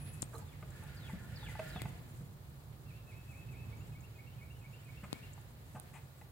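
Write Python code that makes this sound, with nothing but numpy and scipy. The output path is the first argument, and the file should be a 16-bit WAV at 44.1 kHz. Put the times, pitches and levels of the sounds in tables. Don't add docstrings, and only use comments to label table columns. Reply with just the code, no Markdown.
import sys
import numpy as np
from scipy import signal
from scipy.fft import rfft, irfft
from scipy.io import wavfile

SR = 44100
rng = np.random.default_rng(int(sys.argv[2]) if len(sys.argv) > 2 else 0)


def put_to_file(sound):
    columns = np.atleast_2d(sound).T
    safe = np.clip(columns, -1, 1)
    whole_steps = np.round(safe * 32767)
    wavfile.write(sys.argv[1], SR, whole_steps.astype(np.int16))


N = 278271

# start in seconds, level in dB, pitch of the struck spot in Hz,
# left minus right in dB, thud level in dB, skid time in seconds, hardness in dB.
HOOVES = [(0.330, -46.5, 1060, -12, -60, 0.014, -18.5), (.349, -44.5, 1280, -4, -61.5, 0.0125, -13),
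          (0.344, -43, 460, -1, -60, 0.0054, -22), (.385, -51.5, 1040, -8, -63, 0.015, -12),
          (0.416, -53, 880, 5, -48, 0.0089, -16), (0.624, -44.5, 550, 2, -46, 0.0088, -2),
          (0.819, -52, 870, 4.5, -50, 0.022, 3), (1.09, -45, 870, 5, -66, 0.0091, -5),
          (1.134, -48, 630, 0, -33.5, 0.0089, -2), (1.426, -47.5, 870, 3, -63, 0.0054, 5),
          (1.484, -50, 870, 2, -60, 0.0072, -8), (1.55, -40, 950, 3.5, -51, 0.0049, -1),
          (1.592, -31, 630, -2.5, -44, 0.007, 6.5), (1.757, -38.5, 712, -0.5, -37.5, 0.0072, 0),
          (1.852, -37.5, 813, 0, -41.5, 0.0084, 1.5), (2.207, -55.5, 467, -2, -41, 0.0095, -14),
          (5.032, -42, 1024, 1, -40.5, 0.017, 1), (5.377, -49, 855, 2, -67.5, 0.0041, -3),
          (5.746, -43, 794, 1, -46, 0.026, -7), (5.933, -48.5, 900, 7, -55, 0.041, 3.5),
          (6.212, -48.5, 946, 4, -55, 0.0055, 5.5)]
# pitch in Hz, relative level in dB.
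PLANKS = [(470, 1.5), (630, 6.5), (740, 4.5), (870, 7.5), (1020, -7.5), (1210, 10), (1550, 7), (2030, 7.5),
          (2550, 8)]
WOOD_T60_S, WOOD_AT_HZ = 0.052, 700
TREBLE_FROM_HZ = 1800
THUD_HZ, THUD_T60_S = 185, 0.09

# time in seconds, level in dB.
SHUFFLE_LEVEL = [(0.0, -61), (0.44, -67), (0.97, -62.5), (1.37, -61.5), (1.7, -55.5), (1.9, -61.5),
                 (2.34, -71), (3.06, -69), (3.46, -67.5), (4.66, -70), (5.18, -62), (5.54, -69.5),
                 (5.94, -67), (6.31, -72)]
# frequency in Hz, relative level in dB per Hz.
SHUFFLE_COLOUR = [(500, 2.5), (1000, -33), (1300, -4.5), (2000, 5.5), (3500, -1), (5000, -6), (6000, -13)]
# pitch in Hz, width of one resonance in Hz, relative level in dB.
SHUFFLE_RINGS = [(1429, 79, -2), (1735, 270, 0.5)]
RINGS_ON_S, RINGS_OFF_S, RINGS_FADE_S = 0.7, 1.82, 0.025
RINGS_OUT_DB, RINGS_REST_DB = -4, -12
# frequency in Hz, relative level in dB per Hz.
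RUSTLE_COLOUR = [(5600, -11.5), (6600, -1), (7500, 1), (9500, -3.5), (11500, -1.5), (15000, -10.5)]
# middle in seconds, half length in seconds, level in dB.
RUSTLE_GUSTS = [(0.367, 0.053, -63), (0.8, 0.031, -65), (1.216, 0.047, -71.5), (1.517, 0.016, -59),
                (2.2, 0.095, -69), (3.331, 0.067, -69.5), (3.578, 0.0089, -64), (5.048, 0.016, -72),
                (5.73, 0.039, -67)]
RUSTLE_DB, RUSTLE_FOLLOWS = -70.5, 0.8

# start in seconds, peak in dB, pitch in Hz, 60 dB fade time in seconds,
# left minus right in dB, gain of the bump in dB.
TICKS = [(0.2202, -30, 7400, 0.018, 12, -61.5), (0.221, -30.5, 8050, 0.0043, -18, -45),
         (0.2279, -46, 7100, 0.04, 10.5, -34), (0.224, -44, 8600, 0.071, 5, -60),
         (0.382, -46, 9000, 0.013, 2, -47), (.7030, -55, 7640, 0.028, 9, -76.5),
         (0.837, -45, 11000, 0.011, -2, -66), (1.8189, -29.5, 9800, 0.00063, 14.5, -38.5),
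         (5.1294, -35.5, 8400, 0.0071, -1, -23.5), (5.7986, -43.5, 9800, 0.006, -21.5, -44)]
# pitch in Hz, relative level in dB, 60 dB fade time in seconds.
CASE = [(260, 1.5, 0.014), (670, 7.5, 0.0019), (3910, 3.5, 0.0015)]

# seconds into the phrase, length in seconds,
# start pitch in Hz, end pitch in Hz, bend (above 0 glides early, below 0 late), relative level in dB.
FALL_NOTES = [(.01, 0.023, 5100, 4200, 0.5, -4.5), (.036, .032, 4300, 3880, 5.58, -11.5),
              (.068, 0.044, 3800, 3260, 0.5, -5.5), (.112, .042, 3302, 1958, 3.5, -2)]
# start in seconds, level in dB, stretch in time (1 is none).
FALL_CALLS = [(0.397, -65, 1.05), (0.958, -54, 1.04), (1.348, -51, 1.01), (1.691, -50, 0.87)]
# seconds into the phrase, length in seconds,
# start pitch in Hz, end pitch in Hz, bend (as above), relative level in dB.
CLIMB_NOTES = [(.002, 0.026, 2543, 2470, -1.5, 0), (.03, 0.03, 2170, 2400, -1.59, 7),
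               (.11, 0.0294, 1933, 2770, 5.5, 6), (.146, .02, 2790, 2820, -2, -12.5),
               (.168, 0.027, 2970, 3010, 1.5, -5.5)]
# start in seconds, level in dB.
CLIMB_CALLS = [(3.688, -68), (3.919, -66), (4.151, -65), (4.381, -63.5), (4.612, -63.5), (4.852, -64),
               (5.108, -64)]
GLIDE_LOSS_DB = 0.2
# start in seconds, level in dB, held pitch in Hz.
DIPS = [(2.861, -68, 2707), (3.067, -66, 2614), (3.278, -63, 2606), (3.486, -62.5, 2612)]
DIP_DEPTH_HZ, DIP_AT_S, DIP_DOWN_S, DIP_UP_S = 508, 0.062, 0.0306, 0.0131
DIP_LENGTH_S, DIP_FADE_DB = 0.16, 2
# start in seconds, length in seconds, level in dB.
HOOKS = [(3.768, 0.125, -74.5), (4.11, 0.1, -80), (4.686, 0.15, -78.5)]
HOOK_TOP_HZ, HOOK_RISE_HZ, HOOK_RISE_S = 7500, 1097, 0.036
# start in seconds, length in seconds, start, middle and end
# pitch in Hz, level in dB.
SINGLE_NOTES = [(0, 0.19, 10070, 10900, 9700, -55.5), (.0, 0.283, 2427, 2583, 2450, -68.5),
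                (0.35, 0.014, 3940, 4130, 4230, -58), (6.177, 0.029, 8040, 7750, 7370, -71)]
SINGLE_FADE_DB, WAVER = 10, 0.004
# start in seconds, start pitch in Hz, level in dB.
CHIPS = [(0.134, 6740, -63), (4.005, 6400, -60), (4.845, 7700, -68.5), (5.333, 6600, -53.5)]
CHIP_S, CHIP_RISE_HZ = 0.0092, 1510
CLEAR, HUSKY, GRAIN_HZ = 0.15, 0.4, 400
FLUTTER_DB, FLUTTER_PER_S = 3, 50
SHARE = np.linspace(0, 1, 40)
TAPER_DB = -3 * (2 * SHARE - 1) ** 2

ECHO_DB, ECHO_T60_S, ECHO_GAP_S = -4.5, 0.62, 0.0092

# time in seconds, level in dB.
RUMBLE_LEVEL = [(0.0, -46.5), (.5, -50), (1.0, -47), (1.9, -46), (2.35, -52), (3.3, -51), (3.75, -46.5),
                (4.08, -51.5), (5.6, -51.5), (6.31, -55.5)]
# frequency in Hz, relative level in dB per Hz.
RUMBLE_COLOUR = [(18, -28), (30, -25.5), (54, -6.5), (124, 0), (152, -5), (167, -12), (202, -15),
                 (310, -24), (1300, -32), (1690, -81)]
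HUM_HZ, HUM_WIDTH_HZ, HUM_DB = 142.82, 8.1, -11
# frequency in Hz, relative level in dB per Hz.
HISS_COLOUR = [(300, 13), (1500, 5), (2200, -12), (4000, 0.5), (5900, -7.5), (7000, -6.5), (10000, -6),
               (15000, 0)]
HISS_DB = -63
# frequency in Hz, likeness (1 is the same).
LIKENESS = [(60, 1), (180, 0.85), (550, 0.61), (1650, -0.36), (4970, -0.04), (15000, -0.092)]
# frequency in Hz, left minus right in dB.
LEAN = [(60, -3.5), (240, -2), (950, -0.5), (3770, -0.5), (15000, -0.5)]
CUTOFF_HZ = 15850


def amp(db):
    return 10 ** (np.asarray(db) / 20)


def rms_one(x):
    return x / np.sqrt(np.mean(x ** 2) + 1e-20)


def in_time(rows):
    s, level = np.transpose(rows)
    return np.interp(np.arange(N) / SR, s, level)


def at_hz(points, hz):
    table = np.array(points)
    return np.interp(np.log(hz), np.log(table[:, 0]), table[:, 1])


def drift(rate):
    r = np.exp(-80 * np.pi * rate / SR)
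    steps = rng.standard_normal(N // 40 + 2002)
    slow = signal.lfilter([1], [1, -2 * r, r * r], steps)[2000:]
    return np.interp(np.arange(N) / 40, np.arange(len(slow)), rms_one(slow - slow.mean()))


def ring(x, hz, t60):
    r, w = amp(-60 / (t60 * SR)), 2 * np.pi * hz / SR
    return signal.lfilter([0, np.sin(w)], [1, -2 * r * np.cos(w), r * r], x)


def band_pass(x, low_hz, high_hz):
    return signal.sosfilt(signal.butter(2, [low_hz, high_hz], "band", fs=SR, output="sos"), x)


def narrow_noise(hz, width_hz):
    t60 = np.log(1000) / (np.pi * width_hz)
    once = ring(rng.standard_normal(N + SR), hz, t60)
    return rms_one(ring(once, hz, t60)[SR:])


def coloured(spectrum, flicker_db=0., rate=10.):
    hz = np.maximum(np.fft.rfftfreq(N, 1 / SR), 1)
    alike = np.clip(at_hz(LIKENESS, hz), -1, 1)
    mid, side = rfft(rng.standard_normal((2, N)))
    ears = np.sqrt(1 + alike) * mid + np.sqrt(1 - alike) * side * [[1], [-1]]
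    colour_db = at_hz([(1, -107)] + list(spectrum), hz)
    ears *= amp(colour_db + at_hz(LEAN, hz) * [[.5], [-.5]])
    return rms_one(irfft(ears, N) * amp(flicker_db * drift(rate)))


def add(out, sound, s, pan_db, lag=0, flip=1):
    start = round(s * SR)
    gains = amp([pan_db / 2, -pan_db / 2]) * [1, flip]
    for channel, first, gain in zip(out, (start, start + lag), gains):
        room = len(channel[first:first + len(sound)])
        channel[first:first + room] += gain * sound[:room]


def hooves():
    out, t = np.zeros((2, N)), np.arange(SR // 4) / SR
    for s, db, spot_hz, pan_db, thud_db, skid, hard_db in HOOVES:
        grit = rng.standard_normal((len(PLANKS), len(t)))
        luck = rng.standard_normal((len(PLANKS), 2))
        contact = np.sqrt(t / skid) * np.exp(-(t / skid) ** 2)
        pushes = grit * contact
        wood = 0
        for (hz, mode_db), (chance, detune), push in zip(PLANKS, luck, pushes):
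            hz = hz * (1 + 0.0189 * detune)
            in_step = 0.00057 / skid * contact * np.sin(2 * np.pi * hz * t)
            mode = ring(push + in_step, hz, WOOD_T60_S * WOOD_AT_HZ / hz)
            away_db = min(60 * abs(np.log2(hz / spot_hz)), 17)
            level_db = mode_db + 2 * chance - away_db + hard_db * (hz > TREBLE_FROM_HZ)
            wood = wood + amp(level_db) * mode / abs(mode).max()
        thud = np.sin(2 * np.pi * THUD_HZ * (1 + 0.067 * luck[0, 0]) * t)
        thud *= amp(-60 * t / THUD_T60_S) * np.minimum(t / 0.00132, 1)
        scrape = band_pass(pushes[0], 0.26 * spot_hz, 2 * spot_hz)
        scrape += amp(hard_db) * band_pass(pushes[2], TREBLE_FROM_HZ, 3000)
        scrape += amp(hard_db / 2) * band_pass(pushes[1], 6800, 9500)
        knock = wood / abs(wood).max() + 12 * skid * scrape
        add(out, amp(db) * knock + amp(thud_db) * thud, s, pan_db)
    return out


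def scuffing():
    t = np.arange(N) / SR
    shuffle_db = in_time(SHUFFLE_LEVEL)
    rings = sum(amp(db) * narrow_noise(hz, width) for hz, width, db in SHUFFLE_RINGS)
    standing = np.clip(np.minimum(t - RINGS_ON_S, RINGS_OFF_S - t) / RINGS_FADE_S, 0, 1)
    rings_db = RINGS_REST_DB + (RINGS_OUT_DB - RINGS_REST_DB) * standing
    brush = coloured(SHUFFLE_COLOUR, flicker_db=1.5, rate=12.)
    shuffle = amp(shuffle_db) * (brush + amp(rings_db) * rings)
    power = amp(RUSTLE_DB + RUSTLE_FOLLOWS * (shuffle_db + 65)) ** 2
    for s, half, db in RUSTLE_GUSTS:
        power = power + amp(db) ** 2 * np.exp(-((t - s) / half) ** 2)
    return shuffle + np.sqrt(power) * coloured(RUSTLE_COLOUR, flicker_db=2.5, rate=25.)


def ticks():
    out, t = np.zeros((2, N)), np.arange(SR // 10) / SR
    press = np.exp(-(t / .00006) ** 2) / 2
    bump = sum(amp(db) * ring(press, hz, t60) for hz, db, t60 in CASE)
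    bump = signal.lfilter(*signal.butter(1, 220, "high", fs=SR), bump)
    for s, db, hz, t60, pan_db, bump_db in TICKS:
        burst = rng.standard_normal(len(t)) * amp(-60 * t / t60) * np.minimum(20 * t / t60, 1)
        broad = band_pass(burst, 0.78 * hz, 1.27 * hz)
        bright = 0.13 * ring(burst, hz, 0.54 * t60) + broad
        add(out, amp(db) * bright / abs(bright).max(), s, pan_db, lag=1)
        add(out, amp(bump_db) * bump, s, pan_db, flip=-0.26)
    return out


def whistle(times, pitch_hz, level_db, rough):
    t = np.arange(round(times[-1] * SR)) / SR
    fade = np.clip(np.minimum(t, times[-1] - t) / 0.00084, 0, 1)
    low_pass = signal.butter(2, GRAIN_HZ, fs=SR, output="sos")
    grain = rms_one(signal.sosfilt(low_pass, rng.standard_normal(SR // 2)))[-len(t):]
    tone = np.sin(2 * np.pi * np.cumsum(np.interp(t, times, pitch_hz)) / SR)
    return fade * (1 + rough * grain) * amp(np.interp(t, times, level_db)) * tone


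def sing_phrase(out, notes, call, rough, loss_db):
    s, db, *stretch = call
    stretch = np.prod(stretch)
    for at, length, start_hz, end_hz, bend, note_db in notes:
        glide = np.expm1(-bend * SHARE) / np.expm1(-bend)
        hz = (start_hz + (end_hz - start_hz) * glide) * rng.normal(1, 0.0083)
        speed = abs(np.gradient(hz, SHARE * length)) / 1000
        level_db = db + note_db + TAPER_DB - loss_db * speed
        add(out, whistle(SHARE * length * stretch, hz, level_db, rough), s + at * stretch, 1.5, lag=3)


def sing_dips(out):
    t = SHARE * DIP_LENGTH_S
    down = np.maximum(1 - (DIP_AT_S - t) / DIP_DOWN_S, 0) ** 1.25
    up = np.exp(-(abs(t - DIP_AT_S) / DIP_UP_S) ** 1.23)
    dip = np.where(t < DIP_AT_S, down, up)
    for s, db, hold_hz in DIPS:
        level_db = db + DIP_FADE_DB * (1 - SHARE) + TAPER_DB / 2
        add(out, whistle(t, hold_hz - DIP_DEPTH_HZ * dip, level_db, CLEAR), s, 1.5, lag=3)


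def sing_short_notes(out):
    for s, length, db in HOOKS:
        hz = HOOK_TOP_HZ - HOOK_RISE_HZ * np.exp(-SHARE * length / HOOK_RISE_S)
        add(out, whistle(SHARE * length, hz, db + TAPER_DB, HUSKY), s, 2.5, lag=1)
    for s, length, *three_hz, db in SINGLE_NOTES:
        arc_hz = np.polyval(np.polyfit([0, .5, 1], three_hz, 2), SHARE)
        hz = arc_hz * rng.normal(1, WAVER, SHARE.size)
        level_db = db + TAPER_DB - SINGLE_FADE_DB * SHARE ** 2
        add(out, whistle(SHARE * length, hz, level_db, HUSKY), s, 2.5, lag=1)
    for s, start_hz, db in CHIPS:
        hz = start_hz + CHIP_RISE_HZ * SHARE
        add(out, whistle(SHARE * CHIP_S, hz, db + TAPER_DB, HUSKY), s, 2.5, lag=1)


def birds():
    out = np.zeros((2, N))
    for call in FALL_CALLS:
        sing_phrase(out, FALL_NOTES, call, HUSKY, 0)
    for call in CLIMB_CALLS:
        sing_phrase(out, CLIMB_NOTES, call, CLEAR, GLIDE_LOSS_DB)
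    sing_dips(out)
    sing_short_notes(out)
    return out * amp(FLUTTER_DB * np.array([drift(FLUTTER_PER_S), drift(FLUTTER_PER_S)]))


def echoes(x):
    t = np.arange(SR // 2) / SR
    tails = signal.lfilter([.2], [1, -.8], rng.standard_normal((2, len(t))))
    tails = tails * amp(-60 * t / ECHO_T60_S) * (t > ECHO_GAP_S)
    tails /= np.sqrt(np.sum(tails ** 2, axis=1, keepdims=True))
    return amp(ECHO_DB) * signal.fftconvolve(x, tails, axes=1)[:, :N]


def rumble():
    hum = amp(HUM_DB) * narrow_noise(HUM_HZ, HUM_WIDTH_HZ) * amp([[-1.5], [1.5]])
    return amp(in_time(RUMBLE_LEVEL)) * (coloured(RUMBLE_COLOUR) + hum)


def hiss():
    return amp(HISS_DB) * coloured(HISS_COLOUR)


def scene():
    knocks, song, touches = hooves(), birds(), ticks()
    scattered = echoes(0.34 * knocks + 0.73 * song + 0.14 * touches)
    return knocks + scuffing() + touches + song + scattered + rumble() + hiss()


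def record(dry):
    return signal.sosfilt(signal.ellip(14, .3, 45, CUTOFF_HZ, fs=SR, output="sos"), dry)


dry = scene()
out = record(dry)
put_to_file(out)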